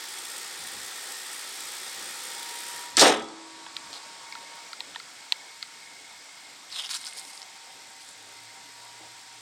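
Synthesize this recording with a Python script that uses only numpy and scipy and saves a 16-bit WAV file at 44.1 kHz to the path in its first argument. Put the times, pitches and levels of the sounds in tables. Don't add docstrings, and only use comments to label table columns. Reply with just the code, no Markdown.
import sys
import numpy as np
from scipy import signal
from scipy.fft import rfft, irfft, next_fast_len
from scipy.io import wavfile
from scipy.ndimage import uniform_filter1d, map_coordinates

SR = 44100
rng = np.random.default_rng(int(sys.argv[2]) if len(sys.argv) > 2 else 0)


def level_to_linear(level):
    exponent = np.asarray(level, float) / 20
    return 10 ** exponent


def transcribe(signal):
    frames = np.atleast_2d(signal).T
    limited = np.clip(frames, -1, 1)
    pcm = np.round(limited * 32767).astype(np.int16)
    wavfile.write(sys.argv[1], SR, pcm)


N = 414969

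# time_s, pitch_hz, level_db
FAR_NOTE = [(7.9, 97.6, -91), (8.252, 105.8, -71), (8.34, 110, -76), (8.474, 113.6, -66), (8.534, 113, -75),
            (9.024, 116.1, -67), (9.244, 118.2, -76), (9.41, 116, -66)]
# peak_s, level_db
GUSTS = [(.64, -59), (.78, -53.5), (2.02, -57), (2.76, -62), (3.01, -47), (3.21, -52), (3.88, -64),
         (4.05, -68), (4.92, -62), (5.5, -71), (9.018, -63)]
# time_s, whine_hz, alternator_db
IDLE = [(0, 911, -56), (.5, 935, -64), (2.0, 925, -60), (2.36, 936, -48), (2.83, 954.6, -45),
        (2.95, 958, -49.5), (3.27, 942, -53.5), (3.58, 946, -50.5), (3.7, 927, -61), (4.142, 925, -52),
        (4.64, 930, -50.5), (4.78, 923, -70), (5.76, 924, -61), (6.7, 925, -69), (7.1, 918, -58.5),
        (8.3, 927, -58.5), (8.8, 952, -56.5), (9.41, 934, -59.5)]
# time_s, nearness_db
NEARNESS = [(0, -.5), (.84, 0), (1.5, 0), (2.1, .5), (3.6, 0), (3.93, 1), (4.32, 0), (4.51, 0), (5.1, -1),
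            (6.2, -2), (7.6, -1.5), (8.1, -2), (9.0, -1.5), (9.41, -2)]
# open_db, shut_db, db_per_db_of_nearness, lost_to_bang_db
ENGINE_LAYERS = [
    (-47, -51.5, 1.93, -1.5),
    (-41, -46, 1.13, 3.5),
    (-49.5, -66, 0.5, 19),
]
# peak_s, level_db
HOLLOW_SWELLS = [(.0, -50), (.45, -47), (.9, -44.5), (2.1, -47.5), (2.7, -47), (4.5, -49), (5.4, -51),
                 (5.9, -49.5), (6.4, -51), (7.1, -49.5), (8.4, -53.5), (9.0, -56.5)]

# freq_hz, density_db
AIR_COLOUR = [(12, -55), (20, -34), (50, -16), (90, -6.5), (150, -7), (230, -6), (330, -12), (600, -120)]
OPEN_BLOCK_COLOUR = [(71, -52), (120, -22.5), (297, -8.5), (381, -2.5), (413, -7), (518, -3), (586, -9.5),
                     (711, -8.5), (787, -0.5), (1040, -6), (1330, -1), (1540, -9.5), (1800, -4),
                     (2340, -12.5), (3960, -120)]
SHUT_BLOCK_COLOUR = [(88, -38), (150, -18.5), (225, -19), (247, -18.5), (274, -9), (334, -13.5), (356, -14),
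                     (386, -13), (562, -11.5), (767, -8), (869, -7), (935, -4.5), (1020, -8.5),
                     (1800, -13.5), (2340, -30), (3960, -120)]
FAN_COLOUR = [(760, -65), (1300, -4.5), (1860, -1.5), (2150, -0.5), (2470, -1.5), (2830, -4.5),
              (3380, -0.5), (3680, -1), (5150, 0), (6420, -5.5), (7830, -2.5), (9070, -10), (12600, -36),
              (15000, -55), (16000, -31.5)]
INJECTOR_COLOUR = [(1760, -7), (3000, -10), (3450, 0), (4030, -9), (5000, -4), (6570, -6.5), (8640, 1),
                   (9270, -2.5), (9940, -11), (11500, -5.5), (12500, -14), (14700, -13), (16000, -16)]
GRIT_COLOUR = [(350, -53), (600, -27), (1050, -4.5), (1140, -8), (1410, -5.5), (1980, -6.5), (2610, -3),
               (5050, -1), (6200, -11), (8620, -11.5), (16000, -41.5)]
RATTLE_COLOUR = [(1500, -29), (2500, -20), (3200, -3.5), (4400, -0.5), (6000, -2), (7700, -7), (8900, -6.5),
                 (10300, -20.5), (15100, -29), (16000, -36)]
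CLANG_COLOUR = [(710, -34), (1200, -7.5), (1600, -7.5), (1750, -6), (2320, -10.5), (2900, -10.5),
                (3770, -10.5), (6380, -120)]
BOOM_COLOUR = [(24, -73), (40, -53), (162, -21.5), (242, -9), (298, -2), (341, -7), (487, -2), (618, -7.5),
               (738, -5), (832, -4.5), (937, -7.5), (1400, -15), (1820, -43), (3080, -120)]

# start_s, peak_db, pitch_hz
STEPS = [(0.759, -46, 380), (2.009, -44, 320), (3.859, -53, 195), (3.865, -43, 960), (4.06, -46, 600),
         (4.352, -38, 930), (4.43, -46.5, 562), (4.51, -50, 520), (7.073, -42, 1479), (9.008, -45.5, 312)]
# start_s, length_s, level_db, rasp_hz, brightness_db
SCUFFS = [(3.925, 0.054, -41, 4300, -15), (6.982, 0.047, -43.5, 4300, -4), (7.045, 0.042, -40.5, 5200, 0.5),
          (7.1, 0.078, -49, 4900, -2), (7.166, 0.032, -44, 4850, 5), (7.218, 0.19, -50.5, 5490, 2.5),
          (8.002, .13, -57, 4680, 5.5)]
# start_s, peak_db, pitch_hz
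STONES = [(3.9303, -26, 4300), (3.939, -30, 4300), (6.7028, -35, 3680), (6.7178, -34, 5010),
          (6.7238, -34, 5060), (6.7485, -30, 4060), (6.761, -34, 3800), (6.788, -27, 3400),
          (6.8024, -31, 3320), (6.823, -30, 3300), (6.8438, -32, 3200), (6.8607, -25, 5150),
          (6.868, -29, 5100), (6.8925, -25, 3600), (6.9123, -24, 5100), (6.92, -28, 8800),
          (6.931, -27, 4000), (6.936, -21, 3300), (6.9435, -23, 5160), (6.9513, -30, 4390),
          (6.957, -31, 7600), (6.962, -27, 9000), (7.014, -33, 8590), (7.042, -28.5, 3700),
          (7.0495, -29, 8870), (7.056, -31, 4600), (7.0682, -23, 5150), (7.076, -28, 5200),
          (7.098, -34, 8500), (7.1265, -36, 3000), (7.134, -33, 8620), (7.164, -34, 5000),
          (7.172, -36, 9500), (7.1818, -30, 4500), (7.187, -27, 5000), (7.196, -26, 8300),
          (7.214, -34, 4000), (7.2513, -31.5, 5100), (7.272, -39, 9450), (7.333, -35, 5000),
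          (7.3765, -30, 4850), (7.4182, -27, 4950), (7.429, -30, 5300), (8.006, -37, 5060),
          (8.0897, -36, 7850)]
# time_s, pressure_db, rasp_hz
DRAG = [(6.7, -59, 4500), (6.72, -43.5, 4320), (6.752, -36, 3920), (6.772, -35.5, 3700), (6.79, -33, 3450),
        (6.815, -36, 3285), (6.845, -35, 3250), (6.862, -41, 3290), (6.886, -51, 3400)]
# time_s, pressure_db, rasp_hz
TWIST = [(6.889, -48, 4000), (6.894, -39.5, 4200), (6.914, -34, 4600), (6.927, -39, 4000),
         (6.94, -37, 4200), (6.952, -34, 4600), (6.965, -31.5, 6000), (6.976, -43, 5800), (6.99, -52, 5600)]
# rasp_db, grit_db, bright_grit_db, sole_whistle_db
STROKE_MIXES = [
    (1, -5.5, -15, -9),
    (-5, 0, -4.5, -10),
]

# start_s, peak_db, snap_hz, low_shard_db, knock_db
DEEP_SNAPS = [(3.664, -36, 3600, -1, -0.5), (4.324, -27, 4850, -3, -26), (4.8052, -19.5, 4150, -17, -20),
              (4.9593, -26.5, 3900, -0.5, -7.5), (5.3223, -6, 4180, -22, -26.5)]
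# start_s, peak_db, snap_hz, low_shard_db, knock_db
SHALLOW_SNAPS = [(3.7662, -21, 3860, -18, -22), (3.7678, -25, 5000, -12, -22),
                 (4.352, -30.5, 4250, -16, -4), (4.731, -24.5, 4550, -13, -11), (4.9482, -33, 3200, -6, -9),
                 (4.9995, -29.5, 4570, -5, -10), (5.627, -18.5, 4520, -14, -21.5)]
# pitch_ratio, level_db
SHARD_OVERTONES = [(1.9, -22), (3.0, -17)]
# centre_hz, width_hz, level_db
CRUST_MODES = [(2270, 1500, 0.5), (3700, 1700, 4), (8300, 1800, -1), (13000, 1800, -11)]

# start_s, peak_db, ring_hz
LATCH = [(2.969, -2, 7900), (2.983, -15, 4500), (2.9941, -5, 5700), (3.0024, -15, 3900), (3.0123, -9, 6500),
         (3.022, -11, 4630), (3.0594, -15, 4270), (3.1227, -21, 3330), (3.172, -29, 7340),
         (3.195, -33, 3420), (3.2228, -29, 3360), (3.2424, -35, 3390), (3.286, -35, 4500)]
# start_s, peak_db, pitch_hz
RUBBER_STOPS = [(2.969, -23, 1700), (2.976, -23, 330), (2.98, -25, 1320), (2.983, -25, 754),
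                (3.019, -12, 700), (3.024, -14.5, 398), (3.026, -15, 1214), (3.03, -17.5, 990),
                (3.042, -14.5, 770), (3.05, -21, 302), (3.056, -15.5, 695), (3.064, -13, 498),
                (3.072, -16, 790), (3.085, -16, 640.5), (3.09, -19, 520), (3.118, -23, 380),
                (3.12, -25, 830), (3.215, -35, 800)]
# pitch_hz, level_db, t60_s
PANEL_MODES = [(225, -31.5, 0.67), (325, -40, 2.0), (424, -24.5, 0.54), (520, -28, 0.39), (754, -31, 0.49),
               (860, -46, 1.4), (1090, -30, .28), (1227, -29.5, 0.62), (1300, -37, 1.0), (1960, -41, 0.67),
               (3100, -46, .7), (3400, -31, 0.6), (3898, -36, 0.56), (5240, -40, 0.33)]
# strike_db, blow_db, attack_s, lose_20_db_s, tail_db, tail_t60_s
SHAKES = [
    (-15.5, -14, 0.0021, 0.1445, -38, 0.49),
    (-19.5, -19, 0.013, 0.193, -43, 0.48),
    (-28, -20, 0.0052, 0.17, -28.5, 0.86),
]
# freq_hz, side_db
PORT_SIDE = [(40, -16), (250, -15), (800, -11.5), (1400, -12.5), (2400, -17), (3600, -22.5), (4500, -31),
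             (7400, -33.5), (8400, -16), (10800, -8), (13000, -16), (15500, -29)]

STRIKE_S, BLOW_S = 2.968, 2.993


def unit(x):
    return x / np.sqrt(np.mean(x ** 2) + 1e-20)


def along(points, hz):
    f, v = np.transpose(points)
    return np.interp(np.log(hz + 1), np.log(f + 1), v)


def curves(rows, outside=None):
    s, *columns = np.transpose(rows)
    t = np.arange(N) / SR
    return [np.interp(t, s, column, outside, outside) for column in columns]


def peaks(rows, rise, fall):
    t = np.arange(N) / SR
    return np.max([db - np.maximum(rise * (s - t), fall * (t - s)) for s, db in rows], axis=0)


def wobble(rate):
    knots = rng.standard_normal(int(N * rate / SR) + 4)
    return map_coordinates(knots, [np.arange(N) * rate / SR])


def filtered(x, response):
    m = next_fast_len(N + SR // 2)
    return irfft(rfft(x, m) * response(np.fft.rfftfreq(m, 1 / SR)), m)[..., :N]


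def narrow(width_hz):
    return unit(filtered(rng.standard_normal(N), lambda hz: 1 / (1 + (hz / width_hz) ** 4)))


def rush(colour, patchy_db):
    z = signal.stft(rng.standard_normal(N + 512), nperseg=512)[2]
    field = uniform_filter1d(rng.standard_normal(z.shape), size=5, axis=0)
    field = uniform_filter1d(field, size=16, axis=1)
    x = signal.istft(z * level_to_linear(patchy_db * unit(field)), nperseg=512)[1][:N]
    lowest_hz = colour[0][0]
    return unit(filtered(x, lambda hz: level_to_linear(along(colour, hz)) * np.minimum(hz / lowest_hz, 1) ** 4))


def tone(hz, phase=0):
    return np.sin(2 * np.pi * np.cumsum(np.broadcast_to(hz, N)) / SR + phase)


def decay(db, t60, length=SR // 20):
    return level_to_linear(db - 60 * np.arange(length) / SR / t60)


def ring(hz, t60, attack, length=SR // 8):
    t = np.arange(length) / SR
    return np.sin(2 * np.pi * hz * t) * decay(0, t60, length) * (1 - np.exp(-t / attack))


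def add(track, s, sound):
    part = track[round(s * SR):][:len(sound)]
    part += sound[:len(part)]


def surroundings():
    calm_db = -75
    air_db = np.maximum(peaks(GUSTS, rise=198, fall=140.5), calm_db)
    air = level_to_linear(air_db) * unit(level_to_linear(3.2 * wobble(11)) * rush(AIR_COLOUR, patchy_db=0.0))
    far_db = curves(FAR_NOTE, -120)[1] + 2.5 + 1.54 * wobble(8)
    return air + level_to_linear(far_db) * tone(curves(FAR_NOTE)[0])


def bay_hollow():
    t = np.arange(N) / SR
    open_hz, grille_hz, sink_hz_per_s = 1854, 2182, 31
    hz = np.where(t > BLOW_S, grille_hz - sink_hz_per_s * np.maximum(t - 5.5, 0), open_hz)
    level_db = peaks(HOLLOW_SWELLS, rise=19, fall=19) - 1.5
    return level_to_linear(level_db) * (.45 + .85 * narrow(95)) * tone(hz)


def belt_whines(turns, alternator_db):
    t = np.arange(N) / SR
    pump_db = -68.5 + 11 * np.exp(-((t - 3.75) / 1.1) ** 4)
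    out = np.zeros(N)
    for cycles_per_firing, db in ((15, alternator_db), (18, pump_db)):
        phase = 2 * np.pi * cycles_per_firing * turns + 0.4 * wobble(25)
        out += level_to_linear(db + 1 + 1.5 * wobble(16)) * np.sin(phase)
    pulley_db = np.where(t > 6.8, -60.5, -69.5)
    out += level_to_linear(pulley_db) * (.6 + .75 * narrow(35)) * tone(778)
    lean_in = np.exp(-((t - 1.95) / .55) ** 2)
    return out + level_to_linear(-62) * lean_in * tone(520, .6 * wobble(20))


def injectors(turns):
    size_db = 3.0 * rng.standard_normal(int(N / SR * 70))[turns.astype(int)]
    puff = 0.77 + level_to_linear(size_db) * (.5 - .5 * np.cos(2 * np.pi * turns)) ** 0.96
    return unit(puff * rush(INJECTOR_COLOUR, patchy_db=1.8))


def engine():
    t = np.arange(N) / SR
    shut_s, fall_s, deaf_s, recover_s = 2.97, .17, 0.29, 0.26
    cover = np.clip((t - shut_s) / fall_s + 1, 0, 1)
    deaf = (t > BLOW_S) * np.exp(-np.maximum(t - BLOW_S - deaf_s, 0) / recover_s)
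    near_db, = curves(NEARNESS)
    levels = []
    for open_db, shut_db, grows, lost_db in ENGINE_LAYERS:
        cover_db = (shut_db - open_db) * cover ** 1.15
        levels.append(open_db + cover_db + grows * near_db - lost_db * deaf)
    block_db, fan_db, injector_db = levels
    whine_hz, alternator_db = curves(IDLE)
    turns = np.cumsum(whine_hz / 15) / SR
    block = np.sqrt(1 - cover) * rush(OPEN_BLOCK_COLOUR, patchy_db=1.0)
    block += np.sqrt(cover) * rush(SHUT_BLOCK_COLOUR, patchy_db=2.5)
    out = level_to_linear(block_db - 1.6) * block
    out += level_to_linear(fan_db - 0.68) * rush(FAN_COLOUR, patchy_db=0.6)
    out += level_to_linear(injector_db + 7.5) * injectors(turns)
    return out + belt_whines(turns, alternator_db) + bay_hollow()


def feet():
    out, crunch = np.zeros(N), np.zeros(N)
    grit = rush(GRIT_COLOUR, patchy_db=2.1)
    bright = unit(filtered(grit, lambda hz: 1 / (1 + (7000 / (hz + 1)) ** 8)))
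    grains = unit(level_to_linear(1.9 * wobble(110) + 1.7 * wobble(600)))
    fuzz = narrow(470)
    whistle = narrow(262) * tone(5100)
    for stroke, (rasp_db, grit_db, bright_db, sole_db) in zip((DRAG, TWIST), STROKE_MIXES):
        pressure = level_to_linear(curves(stroke, -120)[0])
        blend = level_to_linear(rasp_db) * fuzz * tone(curves(stroke)[1]) + level_to_linear(grit_db) * grit
        blend += level_to_linear(bright_db) * bright + level_to_linear(sole_db) * whistle
        out += pressure * grains * blend
    attack_s, release_s, sag_db, sag_hz_per_s = 0.012, 0.014, 1.5, 5000
    for s, length, db, hz, bright_db in SCUFFS:
        t = np.maximum(np.arange(N) / SR - s, 0)
        drag = np.minimum(t / attack_s, 1) * level_to_linear(-sag_db * np.minimum(t / length, 1))
        drag *= np.exp(-np.maximum(t - length, 0) / release_s)
        rasp = fuzz * np.sin(2 * np.pi * (hz - sag_hz_per_s * t / 2) * t)
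        out += level_to_linear(db) * drag * grains * (0.6375 * rasp + 0.5 * grit + level_to_linear(bright_db - 5.0) * bright)
    for s, db, hz in STONES:
        add(crunch, s, decay(db - 15, 0.014))
        add(out, s, level_to_linear(db + 7) * ring(hz, 0.0035, 0.00013))
    for s, db, hz in STEPS:
        add(out, s, level_to_linear(db + 7.0) * ring(hz, 0.046, 0.0039))
    return out + crunch * grit


def resonances(modes):
    def response(f):
        total = 0
        for k, (centre, width, db) in enumerate(modes):
            total = total + (-1) ** k * level_to_linear(db) * 1j * f * width / (centre ** 2 - f * f + 1j * f * width)
        return total
    return response


def ice():
    breaks, out, t = np.zeros(N), np.zeros(N), np.arange(SR // 20) / SR
    attack_s, fade_s, start_ratio, rises_per_s = 0.00019, 0.0019, 0.84, 164
    flick = (1 - np.exp(-t / attack_s)) * level_to_linear(-20 * (t / fade_s) ** 2)
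    for hollow_hz, snaps in ((930, DEEP_SNAPS), (1360, SHALLOW_SNAPS)):
        for s, db, hz, shard_db, knock_db in snaps:
            breaks[round((s + .0003) * SR)] += level_to_linear(db + 10)
            add(breaks, s + 0.00074, decay(db - 9, 0.022) * rng.standard_normal(len(t)))
            phase = 2 * np.pi * hz * t * (start_ratio + rises_per_s * t / 2)
            shard = np.sin(phase)
            for ratio, level_db in SHARD_OVERTONES:
                shard += level_to_linear(level_db) * np.sin(ratio * phase)
            add(out, s, level_to_linear(db + 5.5) * flick * shard)
            add(out, s + 0.00073, level_to_linear(db + shard_db + 1.0) * ring(.46 * hz, 0.023, 0.00038))
            add(out, s + 0.00157, level_to_linear(db + knock_db + 6.0) * ring(hollow_hz, 0.023, 0.00042))
    return out + filtered(breaks, resonances(CRUST_MODES))


def shake(strike_db, blow_db, attack, fade, tail_db, tail_t60, late_s=0):
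    t = np.arange(N) / SR
    early = np.maximum(t - STRIKE_S, 0)
    late = np.maximum(t - BLOW_S - late_s, 0)
    strike = level_to_linear(strike_db) * (1 - np.exp(-early / 0.013)) * np.exp(-late / 0.0079)
    blow = level_to_linear(blow_db - 20 * (late / fade) ** 2) + level_to_linear(tail_db - 60 * late / tail_t60)
    return strike + (1 - np.exp(-late / attack)) ** 3 * blow


def latch_and_stops(steel):
    bursts, rings = np.zeros(N), np.zeros(N)
    latch_t60 = 0.049
    for s, db, hz in LATCH:
        add(bursts, s, decay(db - 19.5, latch_t60, SR // 8))
        add(bursts, s, decay(db - 15.5, 0.017))
        add(rings, s, level_to_linear(db - 2.5) * ring(hz, 0.23 * latch_t60, 0.00029))
    for s, db, hz in RUBBER_STOPS:
        add(rings, s, level_to_linear(db) * ring(hz, 0.076, 0.0022))
    return steel * bursts, rings


def panel_ring():
    out, flutter = np.zeros(N), wobble(13)
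    for k, (hz, db, t60) in enumerate(PANEL_MODES):
        level = level_to_linear(db + 2 + 1.5 * flutter[k * SR // 2:][:SR])
        add(out, 3.015, level * ring(hz, t60, 0.056, length=SR))
    return out


def bonnet():
    rattling, clanging = shake(*SHAKES[0]), shake(*SHAKES[1])
    booming = shake(*SHAKES[2], late_s=0.014)
    steel = rush(RATTLE_COLOUR, patchy_db=-1.5)
    cracks, rings = latch_and_stops(steel)
    rattle = steel * rattling * level_to_linear(-3.5 + 2.1 * wobble(170)) + cracks
    clang = clanging * level_to_linear(1.4 * wobble(120)) * rush(CLANG_COLOUR, patchy_db=-0.5)
    boom = booming * level_to_linear(1.2 * wobble(70)) * rush(BOOM_COLOUR, patchy_db=-0.3)
    contact = 1 - .85 * np.exp(-((np.arange(N) / SR - 2.9918) / .0012) ** 4)
    return contact * (rattle + clang + boom) + rings + panel_ring()


def ports(x, t60):
    scatter = rng.standard_normal(SR // 2) * decay(0, t60, SR // 2)
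    late = signal.fftconvolve(x, scatter / np.linalg.norm(scatter))[:N]

    def side_response(hz):
        lead = 0.93 / (1 + (hz / 2600) ** 4)
        return level_to_linear(along(PORT_SIDE, hz)) * np.array([1j * lead, np.sqrt(1 - lead ** 2)])

    side = filtered(np.array([x, late]), side_response).sum(axis=0)
    return np.array([x + side, x - side])


def scene():
    steady = surroundings() + engine()
    ground = feet() + filtered(ice(), lambda hz: 1 / (1 + 1j * hz / 8000) ** 3)
    ground = filtered(ground, lambda hz: (1j * hz / (170 + 1j * hz)) ** 3)
    return ports(steady, t60=0.39) + ports(ground, t60=0.034) + ports(bonnet(), t60=0.053)


def low_pass(x):
    return signal.sosfilt(signal.butter(12, 16470, fs=SR, output="sos"), x)


def record(dry):
    squeezed = dry / (1 + np.abs(dry / 0.76) ** 4) ** (1 / 4)
    mix = filtered(squeezed, lambda hz: (hz < 15900) * 1j * hz / (22 + 1j * hz))
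    return low_pass(mix)


dry = scene()
out = record(dry)
transcribe(out)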